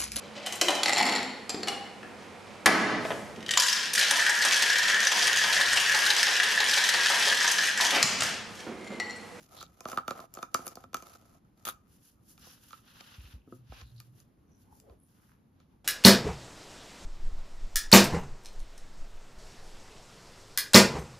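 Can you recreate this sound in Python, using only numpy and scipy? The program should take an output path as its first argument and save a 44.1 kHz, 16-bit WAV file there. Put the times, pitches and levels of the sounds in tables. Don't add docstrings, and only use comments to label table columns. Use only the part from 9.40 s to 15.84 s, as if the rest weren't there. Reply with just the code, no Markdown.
import sys
import numpy as np
from scipy import signal
from scipy.fft import rfft, irfft, next_fast_len
from scipy.io import wavfile

SR = 44100
rng = np.random.default_rng(int(sys.argv[2]) if len(sys.argv) > 2 else 0)


def to_wav(sig):
    pcm = np.clip(np.atleast_2d(sig), -1, 1) * 32767
    pcm = np.round(pcm).astype(np.int16)
    wavfile.write(sys.argv[1], SR, pcm.T)


N = 284223
TIME = np.arange(N) / SR
FFT_SIZE = next_fast_len(N, real=True)
HZ = np.maximum(np.fft.rfftfreq(FFT_SIZE, 1 / SR), 1)
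HIT_SIZE = 8192
HIT_TIME = np.arange(HIT_SIZE) / SR
HIT_HZ = np.maximum(np.fft.rfftfreq(HIT_SIZE, 1 / SR), 1)


def from_db(db):
    return 10 ** (np.asarray(db) / 20)


def rms_one(x):
    return x / np.sqrt(np.mean(x ** 2) + 1e-20)


def burst_one(x):
    return x / np.sqrt(np.sum(x ** 2) / (0.02 * SR))


def at_hz(points, hz):
    f, value = np.transpose(points)
    return np.interp(np.log(hz), np.log(f), value)


def resonances(modes, hz):
    power = 0
    for f, width, db in modes:
        detuning = (hz / f - f / hz) * f / width
        power = power + from_db(db) ** 2 / (1 + detuning ** 2)
    return np.sqrt(power)


def drift(rate_hz):
    spectrum = rfft(rng.standard_normal(FFT_SIZE)) / (1 + (HZ / rate_hz) ** 2)
    return rms_one(irfft(spectrum, FFT_SIZE)[:N])


def add(track, sound, s):
    i = max(round(s * SR), 0)
    track[..., i:i + sound.shape[-1]] += sound[..., :N - i]


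# f/Hz, side over mid level/dB
STEREO_WIDTH = [(60, -15.5), (200, -10.5), (400, -4.5), (700, -1), (1300, 0), (3000, -5), (4500, -4.5),
                (7000, 1), (14000, -4)]


def stereo_noise(colour, grain_db=0.0):
    contact_db = grain_db * np.clip(rng.standard_normal(N // 24 + 1), -3, 3)
    contact = np.repeat(from_db(contact_db), 24)[:N]
    mid, side = rfft(rng.standard_normal((2, N)) * contact, FFT_SIZE) * colour
    side = side * from_db(at_hz(STEREO_WIDTH, HZ))
    mid, side = irfft([mid, side], FFT_SIZE)[:, :N]
    return np.array([mid + side, mid - side]) / np.std(mid)


def stroke(start, length, db, attack_s, release_s):
    before = np.maximum(start - TIME, 0)
    after = np.maximum(TIME - start - length, 0)
    return from_db(db) * np.exp(-np.minimum(before / attack_s + after / release_s, 20))


def strokes(rows, attack_s, release_s):
    dull = bright = 0
    for start, length, db, sharp_db in rows:
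        gain = stroke(start, length, db, attack_s, release_s)
        dull = np.hypot(dull, gain / from_db(sharp_db))
        bright = np.hypot(bright, gain * from_db(sharp_db))
    return dull, bright


# f/Hz, level/dB
ROOM_TONE_COLOUR = [(15, -36.5), (25, -2.5), (80, 4), (270, -0.5), (405, -11.5), (624, -17.5),
                    (1160, -21.5), (1740, -28), (6210, -37.5), (7310, -40.5), (8360, -64), (9320, -35.5),
                    (11300, -34), (13600, -40), (16000, -65)]


def room_tone(level_db=-64.5, waver_db=1.5):
    colour = from_db(at_hz(ROOM_TONE_COLOUR, HZ))
    return from_db(level_db + waver_db * drift(8)) * stereo_noise(colour)


# start t/s, length t/s, pressure level/dB, sharpness level/dB
TURNS = [(0.0, 0.064, -70, 7), (0.12, .12, -60.5, 1), (0.291, 0.11, -74.5, 1), (0.484, 0.063, -52, 1),
         (0.575, .025, -60.5, -7.5), (0.70, 0.15, -60, -3), (0.955, 0.077, -63, -1),
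         (1.161, 0.17, -59.5, -1), (1.383, .06, -67.5, -0.5), (1.602, .16, -61, 1),
         (1.787, 0.19, -71.5, 0.5), (2.192, 0.067, -74, 2)]
# f/Hz, level/dB
FRICTION_COLOUR = [(940, -30), (1600, -4), (2640, -3.5), (3920, -4), (6790, -2), (7690, -6), (8470, -19),
                   (9330, -4), (11400, -1.5), (14300, -10), (16000, -58.5)]
# f/Hz, level/dB, share of the ring time
LID_MODES = [(1160, -13.5, 0.29), (1232, -1, 2.7), (1309, 1.5, 1.5), (1295, -15, 3)]
# f/Hz, level/dB, unstretched 60 dB decay t/s
JAR_MODES = [(166.7, -6, 0.0057), (261.6, -9, 0.13), (366.6, -6, .06), (440, 0.5, 0.013),
             (539.5, -1.5, 0.056), (677, 5.5, 0.025), (778, -0.5, 0.035), (920, -10, 0.016),
             (1030, -2.5, 0.06)]


def thread_friction(hiss_db=-3.5, lid_db=-3.0, body_db=-2.5, lid_width_hz=70, body_width_hz=70, stutter_db=2.5):
    dull, bright = strokes(TURNS, attack_s=0.026, release_s=0.01)
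    lid_colour = resonances([(f, lid_width_hz, db) for f, db, _ in LID_MODES], HZ)
    jar_colour = resonances([(f, body_width_hz, db) for f, db, _ in JAR_MODES], HZ)
    hiss_colour = from_db(at_hz(FRICTION_COLOUR, HZ))
    grinding = from_db(hiss_db) * bright * stereo_noise(hiss_colour, grain_db=4.5)
    grinding += from_db(lid_db) * dull * stereo_noise(lid_colour, grain_db=4.5)
    grinding += from_db(body_db) * dull * stereo_noise(jar_colour, grain_db=4.5)
    return from_db(stutter_db * drift(60)) * grinding


def small_slips(count=60, over_pressure_db=3.5, spread_db=2, lid_over_jar_db=-1):
    rows = []
    for k in range(count):
        start, length, pressure, sharpness = TURNS[k % len(TURNS)]
        force, edge, place = spread_db * np.clip(rng.standard_normal(3), -2, 2)
        s = start + length * rng.random()
        rows.append((s, pressure + over_pressure_db + force, sharpness + edge, place + lid_over_jar_db))
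    return rows


def ring(modes, stretch, vary_db, detune=0.018):
    out = 0
    for f, db, t60 in modes:
        weight, pitch = rng.standard_normal(2)
        wave = np.sin(2 * np.pi * f * (1 + detune * pitch) * HIT_TIME)
        decay_db = -60 * HIT_TIME / max(t60 * stretch, 1e-3)
        out = out + from_db(db + vary_db * weight + decay_db) * wave
    band = [0.75 * modes[0][0], 1.3 * modes[-1][0]]
    radiation = signal.butter(2, band, "band", fs=SR, output="sos")
    return burst_one(signal.sosfilt(radiation, out + 1e-18))


# f/Hz, width f/Hz, level/dB
THREAD_MODES = [(4572, 420, -5), (5070, 400, 0), (5430, 290, -0.5), (6250, 430, 2), (7030, 360, 2),
                (7500, 990, -1.5), (11060, 5200, -6), (12800, 1700, -3), (14100, 1100, -14)]


def crack(t60):
    burst = rng.standard_normal(HIT_SIZE) * from_db(-60 * HIT_TIME / max(t60, 1e-3))
    out = 0
    for k, (f, width, db) in enumerate(THREAD_MODES):
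        band = signal.lfilter(*signal.iirpeak(f, f / width, SR), burst + 1e-18)
        out = out + (-1) ** k * from_db(db) * band
    return out / np.abs(out).max()


# f/Hz, level/dB, 60 dB decay t/s
RIM_MODES = [(1800, -4, 0.011), (2422, -1.5, .035), (2625, -2.5, .02), (2885, 3, 0.013), (3235, -1, 0.018),
             (3594, 2, 0.02), (3900, 3.5, 0.0087), (4380, 2, 0.014)]
# f/Hz, lead phase/rad
PORT_PHASE = [(100, 0), (860, 0.48), (1250, 0.32), (1700, 1.63), (4650, 1), (7000, -1), (11300, -6.5),
              (16000, -8.5)]
RIM_FOLLOWS_SHARPNESS = 0.064
JAR_GROWTH, FIRM_HIT_DB = 0.77, -43.5


def plastic_hits(rows, crack_db, rim_db, lid_db, body_db, ring_t60, crack_t60, bend_ms, lag_ms,
                 low_pan_db, spread_db):
    out = np.zeros((2, N))
    sides = np.array([[0.5], [-0.5]])
    travel = np.exp(-4j * np.pi * bend_ms / 1000 * np.sqrt(1000 * HIT_HZ))
    left_late = np.exp(-2j * np.pi * HIT_HZ * np.array([[lag_ms / 1000], [0]]))
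    ports = np.exp(1j * at_hz(PORT_PHASE, HIT_HZ) * sides)
    for s, strength, sharpness, lid_over_jar in rows:
        peak = strength + sharpness
        rim = strength + RIM_FOLLOWS_SHARPNESS * sharpness
        blunt = strength - sharpness
        lid = blunt + lid_over_jar
        body = FIRM_HIT_DB + JAR_GROWTH * (blunt - lid_over_jar - FIRM_HIT_DB)
        low = from_db(lid + lid_db) * ring(LID_MODES, ring_t60, vary_db=2, detune=0.012)
        low += from_db(body + body_db) * ring(JAR_MODES, 1, vary_db=3.5, detune=0.03)
        scatter = 2 * sides * from_db(spread_db) * crack(crack_t60)
        high = from_db(peak + crack_db) * (crack(crack_t60) + scatter)
        high += from_db(rim + rim_db) * ring(RIM_MODES, 1, vary_db=4, detune=0.012)
        low_spectrum = rfft(low * from_db(low_pan_db * sides)) * left_late
        high_spectrum = rfft(high * from_db(1 * sides))
        hit = irfft((low_spectrum + high_spectrum) * travel * ports)
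        add(out, hit, s - bend_ms / 3000)
    return out


# t/s, strength level/dB, sharpness level/dB, lid over jar level/dB
SNAPS = [(0.212, -45, 4, 7.5), (0.2264, -39, 5.5, 2.5), (0.4055, -40.5, 5.5, -2.5), (0.4539, -34, -5, -2),
         (0.4855, -40.5, 6, -3.5), (0.4986, -40.5, 5.5, 2.5), (0.5162, -37.5, 5, 6),
         (0.5285, -38, -6.5, -2), (0.5608, -50.5, 3, -3), (0.5733, -27.5, -5, 2), (0.5833, -36.5, -5, 6),
         (0.6791, -27, -0.5, -0.5), (0.7074, -28.5, -2, -2), (0.7904, -48.5, -9, 0.5),
         (0.8021, -43, 1.5, -3), (0.9393, -48.5, 16.5, -2.5), (0.9497, -49.5, 12.5, 0),
         (0.9706, -42.5, -5.5, -1.5), (0.9876, -43.5, -3, -3), (1.0275, -31.5, 0.5, 2.5),
         (1.1432, -28, 12.5, -3), (1.145, -21, -0.5, 2), (1.1901, -47, -6, -5.5), (1.2673, -35.5, 2, -3),
         (1.278, -39, 13.5, 7), (1.3547, -48.5, 13.5, -10), (1.37, -50, -9.5, -4.5),
         (1.4385, -47.5, -3.5, 0.5), (1.5307, -44.5, 1, -3), (1.5433, -25, 2, 2), (1.5678, -39.5, 4.5, 4),
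         (1.6228, -44, 5, -4.5)]


def thread_snaps():
    return plastic_hits(SNAPS + small_slips(), crack_db=-1.5, rim_db=-19.0, lid_db=-9.0, body_db=-10.5,
                        ring_t60=0.025, crack_t60=0.011, bend_ms=2.8, lag_ms=0.013,
                        low_pan_db=-2.5, spread_db=-5.5)


# f/Hz, t/s
ROOM_T60 = [(150, 0.25), (700, 0.37), (1400, 0.3), (5000, 0.25), (14000, 0.33)]


def room(dry, tail_db=-14.0, early_db=-11.0, early_t60=0.13, gap_s=0.0049):
    t = np.arange(SR // 2) / SR
    hz = np.maximum(np.fft.rfftfreq(len(t), 1 / SR), 1)
    white = rfft(rng.standard_normal((2, len(t))))
    tail = 0
    edges = [0, 300, 900, 2000, 4000, 9000, SR]
    for low, high in zip(edges, edges[1:]):
        band = irfft(white * ((hz >= low) & (hz < high)), len(t))
        tail = tail + band * from_db(-60 * t / at_hz(ROOM_T60, (low + high) / 2))
    early = rng.standard_normal((2, len(t))) * from_db(-60 * t / early_t60)
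    answer = from_db(tail_db) * rms_one(tail) + from_db(early_db) * rms_one(early)
    mid, side = answer / np.sqrt(len(t))
    side = irfft(rfft(side) * from_db(at_hz(STEREO_WIDTH, hz)), len(t))
    response = np.pad([mid + side, mid - side], ((0, 0), (round(gap_s * SR), 0))) / np.sqrt(2)
    return signal.fftconvolve(dry, response, axes=1)[:, :N]


# middle t/s, length t/s, f/Hz, resonance width f/Hz (before squaring), level/dB
SKIDS = [(0.205, 0.059, 3940, 1500, -52.5), (1.274, 0.024, 10600, 4000, -47.5),
         (3.075, 0.098, 5330, 1500, -62), (3.609, 0.0047, 2560, 3000, -47.5),
         (3.757, 0.33, 2700, 900, -69.5), (4.372, 0.079, 2440, 690, -65), (4.48, 0.07, 4030, 900, -71),
         (4.592, 0.037, 4320, 1100, -63.5), (5.145, 0.068, 5970, 685, -80), (5.33, .06, 864, 197.6, -66.5),
         (5.642, 0.072, 10300, 1510, -72.5), (5.87, 0.16, 1340, 1300, -75.5), (6.338, .04, 860, 251, -75)]


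def skids(grain_db=7.5):
    out = 0
    for middle, length, f, width, db in SKIDS:
        swell = np.exp(-2 * ((TIME - middle) / length) ** 2)
        colour = resonances([(f, width, 0)], HZ) ** 2
        out = out + from_db(db) * swell * stereo_noise(colour, grain_db)
    return out


# t/s, strength level/dB, sharpness level/dB, lid over jar level/dB
PEEL = [(2.2516, -34.5, 10.5, 0), (2.2537, -33.5, 7, 4), (2.2692, -31, -2.5, 0.5), (2.277, -29, 3, 1.5),
        (2.2865, -30, -1.5, 2.5), (2.294, -34.5, 3, 3)]


def peel_pops():
    return plastic_hits(PEEL, crack_db=-6.5, rim_db=-20.5, lid_db=-13.5, body_db=-17.5,
                        ring_t60=0.015, crack_t60=0.009, bend_ms=0.94, lag_ms=0.26,
                        low_pan_db=2.5, spread_db=0.0)


def wet_film(level_db=-41.5, fade_t60=0.097):
    start, end = PEEL[0][0], PEEL[-1][0]
    tearing = (TIME > start) * from_db(level_db - 60 * np.maximum(TIME - end, 0) / fade_t60)
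    colour = resonances([(730, 93, 6), (1390, 380, 12), (2100, 900, -16), (3600, 450, 13),
                         (6120, 1800, -5.0), (11100, 3000, 10.0)], HZ)
    return tearing * stereo_noise(colour, grain_db=5.0)


# start t/s, length t/s, level/dB, sharpness level/dB
SLIDES = [(2.52, 0.039, -72.5, 1.5), (2.645, 0.041, -68, 3.5), (2.9, 0.019, -65.5, 4.5),
          (3.03, 0.11, -61, -1), (3.23, 0.15, -65, 0), (3.48, 0.45, -65, -3.5), (3.6, 0.12, -67.5, -7),
          (4.12, 0.051, -73, 1), (4.33, 0.079, -63, -4.5), (4.47, 0.2, -75, 0.5), (4.78, 0.022, -70.5, 1),
          (5.205, 0.024, -76.5, 2.5), (5.34, 0.053, -77, 6), (5.49, 0.035, -80, -0.5),
          (5.69, 0.23, -78, 1.5), (6.21, 0.0058, -86, -10), (6.31, 0.012, -92, -10)]
# start t/s, length t/s, level/dB
SWISH = (5.46, 0.063, -56.5)
# f/Hz, level/dB
RUB_COLOUR = [(290, -41), (500, -4), (635, -14), (904, -3.5), (1000, -5.5), (1570, -0.5), (2260, -9.5),
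              (2810, -1), (3680, -3.5), (6000, -10), (7800, -26.5), (13200, -120)]
# f/Hz, level/dB
HISS_COLOUR = [(2650, -35), (4500, -12.5), (5480, -9.5), (7290, -10), (8150, -17), (10400, -4),
               (12700, -8.5), (14700, -13), (15500, -68), (16000, -57)]
SLIDE_ATTACK_S, SLIDE_RELEASE_S = 0.031, 0.033


def sliding(rub_db=-2.5, hiss_db=-1.0, swish_db=-5.0, stutter_db=1.9):
    dull, bright = strokes(SLIDES, SLIDE_ATTACK_S, SLIDE_RELEASE_S)
    rub = stereo_noise(from_db(at_hz(RUB_COLOUR, HZ)))
    hiss = stereo_noise(from_db(at_hz(HISS_COLOUR, HZ)), grain_db=-1.0)
    out = from_db(rub_db + stutter_db * drift(32)) * dull * rub
    out += from_db(hiss_db + stutter_db * drift(68)) * bright * hiss
    swish = stereo_noise(resonances([(433.0, 290, 0)], HZ) ** 2, grain_db=4.5)
    return out + from_db(swish_db) * stroke(*SWISH, SLIDE_ATTACK_S, SLIDE_RELEASE_S) * swish


# t/s, strength level/dB, sharpness level/dB, lid over jar level/dB
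TAPS = [(2.9776, -56.5, 4, 1.5), (3.0691, -62.5, -7, -10.5), (3.3064, -56, 4.5, 10),
        (3.3297, -48, -2.5, 7.5), (3.6063, -50.5, -2, -3), (4.3208, -53.5, -10.5, -7.5),
        (4.4133, -51.5, 2.5, -5.5), (4.6012, -50.5, 9, 4.5), (4.8017, -64, 14.5, 6),
        (5.3999, -63.5, 17.5, -2), (5.4969, -64, -7.5, -8), (6.201, -64, 1.5, 2)]


def handling_taps():
    return plastic_hits(TAPS, crack_db=2.5, rim_db=-11.0, lid_db=-11.0, body_db=-15.5,
                        ring_t60=0.031, crack_t60=0.0055, bend_ms=2.52, lag_ms=0.013,
                        low_pan_db=-7.0, spread_db=-8.5)


# t/s, level/dB before the common bump_db
BUMPS = [(3.782, -43.5), (3.841, -48), (3.937, -43.5), (4.297, -45), (4.423, -46), (5.501, -52.5)]
# start t/s, length t/s, level/dB
DRAG = (4.13, 0.69, -57.5)


def table_top(bump_db=7.0, bump_hz=54, start_hz=130, glide_s=0.008, bump_t60=0.19, rise_s=0.0033):
    out = np.zeros(N)
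    pitch = bump_hz + (start_hz - bump_hz) * np.exp(-HIT_TIME / glide_s)
    swell = from_db(-60 * HIT_TIME / bump_t60) * (1 - np.exp(-HIT_TIME / rise_s))
    bump = np.sin(2 * np.pi * np.cumsum(pitch) / SR) * swell
    for s, db in BUMPS:
        add(out, from_db(db + bump_db) * bump, s)
    judder = stereo_noise(resonances([(119.8, 22.0, 0)], HZ) ** 2)
    return out + stroke(*DRAG, SLIDE_ATTACK_S, SLIDE_RELEASE_S) * judder


# t/s, dull knock level/dB, upper knock level/dB, before the common trims
KNOCKS = [(4.075, -47.5, -70), (4.082, -47, -71), (4.124, -37, -50)]


def knocks(knock_db=-9.5, upper_db=-6.0, soft_hz=380, stretch=1.6):
    out = np.zeros(N)
    soft_contact = signal.butter(4, soft_hz, fs=SR, output="sos")
    for s, db, upper in KNOCKS:
        dull = burst_one(signal.sosfilt(soft_contact, ring(JAR_MODES[1:], stretch, vary_db=1.5)))
        tap = ring(LID_MODES, 0.028, vary_db=1)
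        add(out, from_db(db + knock_db) * dull + from_db(upper + upper_db) * tap, s)
    return out


def scene():
    hits = thread_snaps() + peel_pops() + handling_taps() + knocks()
    rubbing = thread_friction() + skids() + wet_film() + sliding()
    return room_tone() + hits + room(hits) + rubbing + table_top()


def record(dry, notch_hz=8400, notch_width_hz=800, low_cut_hz=30, cutoff_hz=16200):
    notch = signal.iirnotch(notch_hz, notch_hz / notch_width_hz, SR)
    coloured = signal.lfilter(*notch, signal.lfilter(*notch, dry))
    low_cut = signal.butter(2, low_cut_hz, "high", fs=SR, output="sos")
    top_cut = signal.cheby2(14, 60, cutoff_hz, fs=SR, output="sos")
    return signal.sosfilt(top_cut, signal.sosfilt(low_cut, coloured))


dry = scene()
out = record(dry)
to_wav(out)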